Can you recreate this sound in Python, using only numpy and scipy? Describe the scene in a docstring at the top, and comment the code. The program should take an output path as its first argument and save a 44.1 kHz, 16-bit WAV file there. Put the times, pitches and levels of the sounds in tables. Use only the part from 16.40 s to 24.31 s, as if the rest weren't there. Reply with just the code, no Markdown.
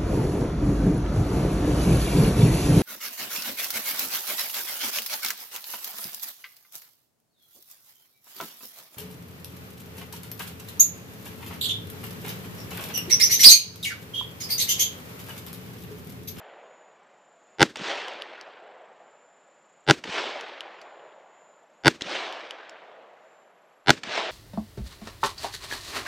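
"""A meadow before woods: a small revolver fires four times close to an overloaded, nearly mono microphone.
The echoes of an earlier shot open the take. Each report is shocks, gas noise and ringing modes, led by a
stutter of duller copies; shaped noise slaps back from an earth bank and rolls through the woods. Bullets snap
on a backstop and steel modes ring as the hammer is cocked. Farther off, birds whistle in gliding sines and
insects trill and hiss in narrow noise over a soft, distant rush."""
import sys
import numpy as np
from scipy import signal
from scipy.fft import rfft, irfft, next_fast_len
from scipy.io import wavfile
from scipy.ndimage import uniform_filter1d, map_coordinates

SR = 44100
rng = np.random.default_rng(int(sys.argv[2]) if len(sys.argv) > 2 else 0)


def bounce(signal):
    """Save signal as a 16-bit WAV file at the path given by the first command-line argument."""
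    frames = np.transpose(np.atleast_2d(signal))
    limited = np.clip(frames, -1, 1)
    pcm = np.round(limited * 32767).astype(np.int16)
    wavfile.write(sys.argv[1], SR, pcm)


N = 348831  # samples
TIME = np.arange(N) / SR  # s


def amp(db):
    """Amplitude of a level in dB."""
    return 10 ** (np.asarray(db) / 20)


def unit(x):
    """x scaled to rms 1."""
    return x / np.sqrt(np.mean(x ** 2) + 1e-20)


def along(points, hz):
    """(frequency, value) points interpolated on a log frequency axis."""
    f, v = np.transpose(points)
    return np.interp(np.log(hz + 1), np.log(f + 1), v)


def filtered(x, response):
    """x times a response of frequency."""
    n = x.shape[-1]
    padded = next_fast_len(n + 8192)
    spectrum = rfft(x, padded) * response(np.fft.rfftfreq(padded, 1 / SR))
    return irfft(spectrum, padded)[..., :n]


def coloured(x, points):
    """x through a causal, minimum-phase filter with the given (Hz, dB) shape."""
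    size = 4096
    cepstrum = irfft(np.log(amp(along(points, np.fft.rfftfreq(size, 1 / SR)))))
    # fold the cepstrum forward in time
    cepstrum[1:size // 2] *= 2
    cepstrum[size // 2 + 1:] = 0
    impulse = irfft(np.exp(rfft(cepstrum)))
    return signal.fftconvolve(x, impulse)[:len(x)]


def noise(points, size):
    """Noise of rms 1 with the given (Hz, dB) shape."""
    return unit(filtered(rng.standard_normal(size), lambda hz: amp(along(points, hz))))


def wobble(rate, size):
    """A smooth random curve, rate knots a second."""
    knots = rng.standard_normal(int(size * rate / SR) + 4)
    return map_coordinates(knots, [np.arange(size) * rate / SR])


def fade(t, t60):
    """Exponential decay by 60 dB in t60 seconds."""
    return np.exp(-np.log(1000) * t / t60)


def ring(modes, t, scatter_db):
    """Damped modes, each struck at a slightly new strength."""
    total = np.zeros(len(t))
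    for hz, db, t60 in modes:
        strength = amp(db + scatter_db * rng.standard_normal())
        total += strength * fade(t, t60) * np.sin(2 * np.pi * hz * t)
    return total


def add(track, s, sound):
    """Mix a sound into the track at time s, cut at the ends of the track."""
    start = round(s * SR)
    lo, hi = max(start, 0), min(start + len(sound), len(track))
    if hi > lo:
        track[lo:hi] += sound[lo - start:hi - start]


# Colour of the scatter from the woods: (frequency [Hz], relative level [dB])
WOODS_TONE = [(50, -43), (110, -31), (200, -13.5), (350, -.5), (750, 0.5), (1200, -1.5), (1700, -.5),
              (3200, 1.5), (5500, -6.3), (7800, -16), (9500, -23.5), (15000, -44)]
# Loss to ground and air on the way: (frequency [Hz], loss [dB per s])
PATH_LOSS = [(80, 21.5), (250, 8), (600, -2.5), (1700, 4.5), (3500, 16), (6000, 28), (12000, 45)]
# The woods answer from the nearest brush on, loudest at the tree line (s after the shot)
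BRUSH_S, TREELINE_S, WOODS_RISE_DB_PER_S = .13, .26, 137.5
TREELINE_DB, TREELINE_T60_S = -25.5, .85  # the front row of trees
FOREST_DB, FOREST_T60_S = -32.5, 3.87  # the depth behind it


def woods(trunks):
    """Trunks scatter the blast, swelling to the tree line; longer paths lose more treble and bass."""
    t = np.arange(len(trunks)) / SR
    before, behind = np.maximum(TREELINE_S - t, 0), np.maximum(t - TREELINE_S, 0)
    rise = (t > BRUSH_S) * amp(-WOODS_RISE_DB_PER_S * before)
    front = amp(TREELINE_DB) * fade(behind, TREELINE_T60_S)
    depth = amp(FOREST_DB) * fade(behind, FOREST_T60_S)
    scatter = rng.standard_normal(len(t)) * trunks * rise * np.hypot(front, depth)
    hz, delay, z = signal.stft(scatter, SR, nperseg=1024)
    tone = unit(amp(along(WOODS_TONE, hz)))[:, None]
    lost = amp(-along(PATH_LOSS, hz)[:, None] * delay)
    # random strong and weak patches in frequency, then time
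    patches = uniform_filter1d(rng.standard_normal(z.shape), size=8, axis=0)
    patches = unit(uniform_filter1d(patches, size=3, axis=1))
    return signal.istft(z * tone * lost * amp(1.6 * patches), SR, nperseg=1024)[1]


# Shots, the first heard only by its last echoes:
# (time [s], blast level [dB], echo level [dB], blast brightness [dB per octave])
SHOTS = [(-.95, 0, .5, 0), (1.228, 0, 0, -.3), (3.5092, 1, .6, -.6), (5.4797, .3, -.5, 0),
         (7.5044, -.5, 1.5, 1)]
# Colour of the scatter from ground and grass: (frequency [Hz], relative level [dB])
MEADOW_TONE = [(30, -17), (100, -5.5), (200, 2.5), (320, 6.5), (520, -2.5), (850, -13), (1600, -5.5),
               (4000, -9.5), (6500, -16), (10000, -26), (15000, -34.5)]
# Distinct returns from the earth bank, the edge of the woods and a far slope:
# (delay [s], level [dB], swell [s], centre [Hz], width [octaves])
BANK = [(.129, -30.5, 0.00207, 1600, 1.58), (.139, -38, 0.0042, 305, 0.76), (.167, -38, 0.0042, 260, .8),
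        (.182, -38.5, 0.0043, 200, 0.83), (.445, -38, .007, 700, .7), (.95, -51, 0.11, 600, 0.57)]
GROUND_DB, GROUND_T60_S = -18.5, .08  # the ground at the shooter's feet
GRASS_DB, GRASS_T60_S = -37.5, .46  # the open grass


def echoes():
    """Grass answers first, then bank, woods and far slope, each as noise with its own colour and decay."""
    out, t = np.zeros(N), np.arange(SR // 2) / SR
    size = SR * 5 // 2
    # the same trees answer every shot; uneven ground returns each blast in the same lumps
    trunks = unit(amp(1.4 * wobble(900, size=size) + .9 * wobble(120, size=size)))
    hummocks = unit(amp(2.1 * wobble(70, size=len(t))))
    meadow = np.hypot(amp(GROUND_DB) * fade(t, GROUND_T60_S), amp(GRASS_DB) * fade(t, GRASS_T60_S))
    for s, _, db, _ in SHOTS:
        add(out, s, amp(db) * hummocks * noise(MEADOW_TONE, size=len(t)) * meadow)
        add(out, s, amp(db) * woods(trunks))
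        for lag, return_db, swell, centre_hz, octaves in BANK:
            def band(hz):
                return np.exp(-(np.log2((hz + 1) / centre_hz) / octaves) ** 2)
            rush = unit(filtered(rng.standard_normal(len(t)), band))
            envelope = t / swell * np.exp(1 - t / swell)  # peaks at 1 after the swell time
            add(out, s + lag, amp(db + return_db) * rush * envelope)
    return out


# Bird whistles: (time [s], length [s], held pitch [Hz], peak level [dB])
WHISTLES = [(-.25, .65, 7060, -74), (.18, 0.44, 7000, -65.5), (0.642, 0.59, 7080, -69.5),
            (0.967, 0.32, 7000, -67.5), (2.503, 0.7, 7170, -66.5), (2.953, 0.51, 7100, -69.5),
            (3.237, .28, 7030, -69.5), (4.18, 0.86, 7060, -71), (4.797, 0.46, 7400, -74),
            (4.844, 0.43, 7100, -65), (5.28, 0.24, 7060, -72), (6.76, .38, 7270, -71)]
SCOOP_HZ, SCOOP_S = 654, .067  # start below the held pitch, time constant of the slide up
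DROOP_HZ, HOARSE_HZ = 130, 40  # sag at the end, random waver


def birds():
    """Thin, slightly hoarse sine whistles that slide up to a held pitch and sag as they end."""
    out = np.zeros(N)
    for s, length, held_hz, db in WHISTLES:
        t = np.arange(int(length * SR)) / SR
        u = t / length
        glide = -SCOOP_HZ * np.exp(-t / SCOOP_S) - DROOP_HZ * u ** 3
        hz = held_hz + glide + HOARSE_HZ * wobble(200, size=len(t))
        add(out, s, amp(db) * np.sin(np.pi * u) * np.sin(2 * np.pi * np.cumsum(hz) / SR))
    return out


# Levels of the two insects before the recorder's gain recovers:
# (time [s], trill level [dB], hiss level [dB])
INSECTS = [(0, -93.5, -113), (3, -90.5, -112), (5.001, -93, -102), (7.001, -99, -94)]
GAIN_RECOVERY_DB_PER_S, STROKE_HZ = 8.5, 27.3  # gain recovery after a shot; wing strokes a second


def insects():
    """One insect trills in even wing strokes, another hisses above; the recorder's gain on them
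    drops at each shot and recovers."""
    s, trill_db, hiss_db = np.transpose(INSECTS)
    fired = np.array(SHOTS)[:, 0]
    since_shot = TIME - fired[np.searchsorted(fired, TIME) - 1]
    # a squared sine at half rate gives one pulse per stroke
    strokes = np.sin(np.pi * np.cumsum(STROKE_HZ + .2 * wobble(1.7, size=N)) / SR) ** 2
    trill_tone = [(6400, -49), (7200, -3.5), (7500, -2), (7850, -13.5), (8600, -48)]
    hiss_tone = [(9500, -39), (10900, -.5), (11400, 1.5), (12000, -9), (14000, -35)]
    trill = amp(np.interp(TIME, s, trill_db)) * unit(strokes * noise(trill_tone, size=N))
    hiss = amp(np.interp(TIME, s, hiss_db)) * noise(hiss_tone, size=N)
    return amp(GAIN_RECOVERY_DB_PER_S * since_shot) * (trill + hiss)


# Colour of the distant rush: (frequency [Hz], relative level [dB])
AIR_TONE = [(25, -28.5), (90, -36), (160, -12), (300, -11), (620, -3.5), (1000, -7), (1600, -11.5),
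            (3000, -19), (5000, -30), (7000, -30.5), (9000, -43), (15000, -52)]


def air():
    """The soft rush of the open country: coloured noise with a gently wavering level."""
    return amp(-60.5 + .6 * wobble(5.9, size=N)) * noise(AIR_TONE, size=N)


def shock(t, ms):
    """A pulse of unit area arriving after about ms; bending round the shooter blunts the later ones."""
    width = 2e-5 * (1 + 1.3 * abs(ms))  # s
    pulse = np.exp(-((t - ms / 1000 - rng.normal(6e-5, 1e-5)) / width) ** 2)
    return pulse / (pulse.sum() + 1e-9)


# Paths of the blast and its suction phase, by cylinder gap, muzzle, arms and body, ground:
# (delay [ms], relative pressure)
PATHS = [(0, 0.93), (.2, -.7), (.6, 0.51), (1.6, -0.83), (2.0, .4), (2.6, 0.48), (6.5, -0.43)]
# Colour of the blast before the shot's own brightness: (frequency [Hz], level [dB])
BLAST_TONE = [(30, 3), (90, 12), (170, 26), (350, 24), (550, 24.5), (850, 24), (1080, 14), (1480, 24.5),
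              (2100, 24), (2700, 21), (3500, 21), (5000, 25), (8500, 9), (15000, -8)]
# Low ring of the report: (frequency [Hz], level [dB], t60 [s])
BOOM = [(150, -18, 0.026), (255, -18, 0.062), (315, -13, 0.041), (518, -19, 0.023)]


def report(tilt):
    """Pressure pulses by several paths, a burst of turbulent gas and a short boom just behind them."""
    t = np.arange(SR // 8) / SR
    shocks = sum(size * shock(t, ms) for ms, size in PATHS)
    gas_envelope = amp(-22.5) * fade(t, .0078) + amp(-40.5) * fade(t, .032)
    gas = rng.standard_normal(len(t)) * gas_envelope
    tone = [(hz, db + tilt * np.log2(hz / 1000)) for hz, db in BLAST_TONE]
    crack = coloured(shocks + gas, tone)
    add(crack, .001, ring(BOOM, t, scatter_db=1.6))
    return crack


# Filter that dulls the stutter copies: (frequency [Hz], gain [dB])
STUTTER_TONE = [(40, -9), (140, 6.5), (400, 2.5), (850, 4.5), (1500, -2), (3000, -2.5), (5400, -3),
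                (6800, -18.5), (9000, -17), (10500, -28.5)]
# Colour of the hollow swell between them: (frequency [Hz], relative level [dB])
SWELL_TONE = [(40, -18.5), (150, -3), (230, -3), (340, -3.5), (600, -6.5), (900, -1.5), (1150, -13),
              (3000, -16.5), (5200, -20), (6500, -34.5), (8400, -33.5), (9000, -21.5), (9700, -47)]
STUTTER_S = .01067  # even spacing of the copies
STUTTER_DB, STUTTER_FALL_DB = -2.5, 2.1  # top; fall with the square of the number of steps ahead


def blasts():
    """Each report is led by duller copies, alternating in sign, and a hollow noise swell between them."""
    out = np.zeros(N)
    ahead = np.arange(SR // 20, 0, -1) / SR  # time left until the report, s
    for s, db, _, tilt in SHOTS:
        crack = amp(db) * report(tilt)
        dull = coloured(crack, STUTTER_TONE)
        add(out, s, crack)
        for k in range(1, 5):
            level = amp(STUTTER_DB - STUTTER_FALL_DB * k ** 2)
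            add(out, s - k * STUTTER_S, (-1) ** k * level * dull)
        hump = np.exp(-((ahead - .008) / .016) ** 2)
        swell = amp(db - 17.5) * hump * (1 - fade(ahead, .0053))
        add(out, s - ahead[0], swell * noise(SWELL_TONE, size=len(ahead)))
    return out


# Bullets strike the backstop: (time [s], level [dB])
STRIKES = [(1.3705, -29.5), (3.642, -37), (5.6201, -21), (7.637, -36)]
# Colour of the snap: (frequency [Hz], relative level [dB])
STRIKE_TONE = [(50, -16), (150, -3), (350, 1), (1200, -18.5), (3000, -3), (6000, -7), (9000, -22.5),
               (15000, -42)]


def bullets():
    """A dry snap comes back from the backstop: noise with a fast decay and a faint tail."""
    out, t = np.zeros(N), np.arange(SR // 10) / SR
    for s, db in STRIKES:
        envelope = fade(t, .011) + amp(-17.5) * fade(t, .047)
        add(out, s, amp(db) * noise(STRIKE_TONE, size=len(t)) * envelope)
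    return out


# The thumb draws the hammer back; after a pause the action clicks once more:
# (time [s], pull [s], pause [s])
COCKING = [(1.6826, .1383, .1909), (4.0105, .1966, .2079), (5.9252, .1835, .1863)]
# First notch, second notch, full cock, cylinder stop: (tick level [dB], frame ring level [dB])
CATCHES = [(-31.5, -23), (-43, -43), (-33, -15.5), (-33, -34.5)]
# Modes of the steel frame: (frequency [Hz], relative level [dB], t60 [s])
STEEL = [(3000, -5.5, 0.0097), (3280, 0.5, 0.0041), (3680, -18, 0.0038), (5800, -23, 0.0064),
         (7070, -28, 0.0093), (10800, -14.5, 0.0051)]
# Colour of the ticks: (frequency [Hz], relative level [dB])
CLICK_TONE = [(300, -8), (2200, -6), (3300, 8), (4500, 19.5), (7500, 7), (9500, -4), (11200, 2),
              (15000, -25)]
SECOND_NOTCH = .385  # share of the pull


def hammer():
    """Steel catches snap in the same order every time and ring the frame, which the hands damp at once."""
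    out, t = np.zeros(N), np.arange(SR // 8) / SR
    for s, pull, pause in COCKING:
        lags = [0, SECOND_NOTCH * pull, pull, pull + pause]
        for lag, (tick_db, ring_db) in zip(lags, CATCHES):
            decay = fade(t, .0061) + amp(-22.5) * fade(t, .078)
            tick = amp(tick_db) * noise(CLICK_TONE, size=len(t)) * decay
            frame = amp(ring_db) * ring(STEEL, t, scatter_db=.5)
            add(out, s + lag, (tick + frame) * (1 - fade(t, .0022)))  # soft onset
    return filtered(out, lambda hz: hz / (hz + 500))  # so small a frame radiates no bass


# Stereo width of near sounds: (frequency [Hz], side level [dB])
WIDTH = [(1200, -55), (2400, -31), (4400, -20), (8100, -17), (14000, -10)]
FAR_WIDTH_DB = -10  # distant sounds are narrower still


def scene():
    """All is ahead of the microphone; mostly the treble differs in phase between channels, most for the gun."""
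    far = echoes() + birds() + insects() + air() + bullets()
    near = blasts() + hammer()
    mid = near + far
    side = filtered(near + amp(FAR_WIDTH_DB) * far,
                    lambda hz: amp(along(WIDTH, hz)) * np.exp(1j * 1.4))  # phase in radians
    return np.array([mid + side, mid - side])


# Response of the microphone: (frequency [Hz], gain [dB])
MICROPHONE = [(20, -10), (70, -1), (8000, -0.5), (10000, -7.5), (13000, -5.5)]
MONO_BELOW_HZ, TOP_HZ = 1800, 15600


def record(dry):
    """The blast overloads the input; bass goes mono, deep bass and top treble droop, up to a band limit."""
    left, right = dry / (1 + abs(dry / .97) ** 6) ** (1 / 6)  # rounds off below .97
    mid = (left + right) / 2
    side = filtered((left - right) / 2, lambda hz: 1 - 1 / (1 + (hz / MONO_BELOW_HZ) ** 4))

    def response(hz):
        return amp(along(MICROPHONE, hz)) / np.sqrt(1 + (hz / TOP_HZ) ** 300)
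    return filtered(np.array([mid + side, mid - side]), response)


dry = scene()
out = record(dry)
bounce(out)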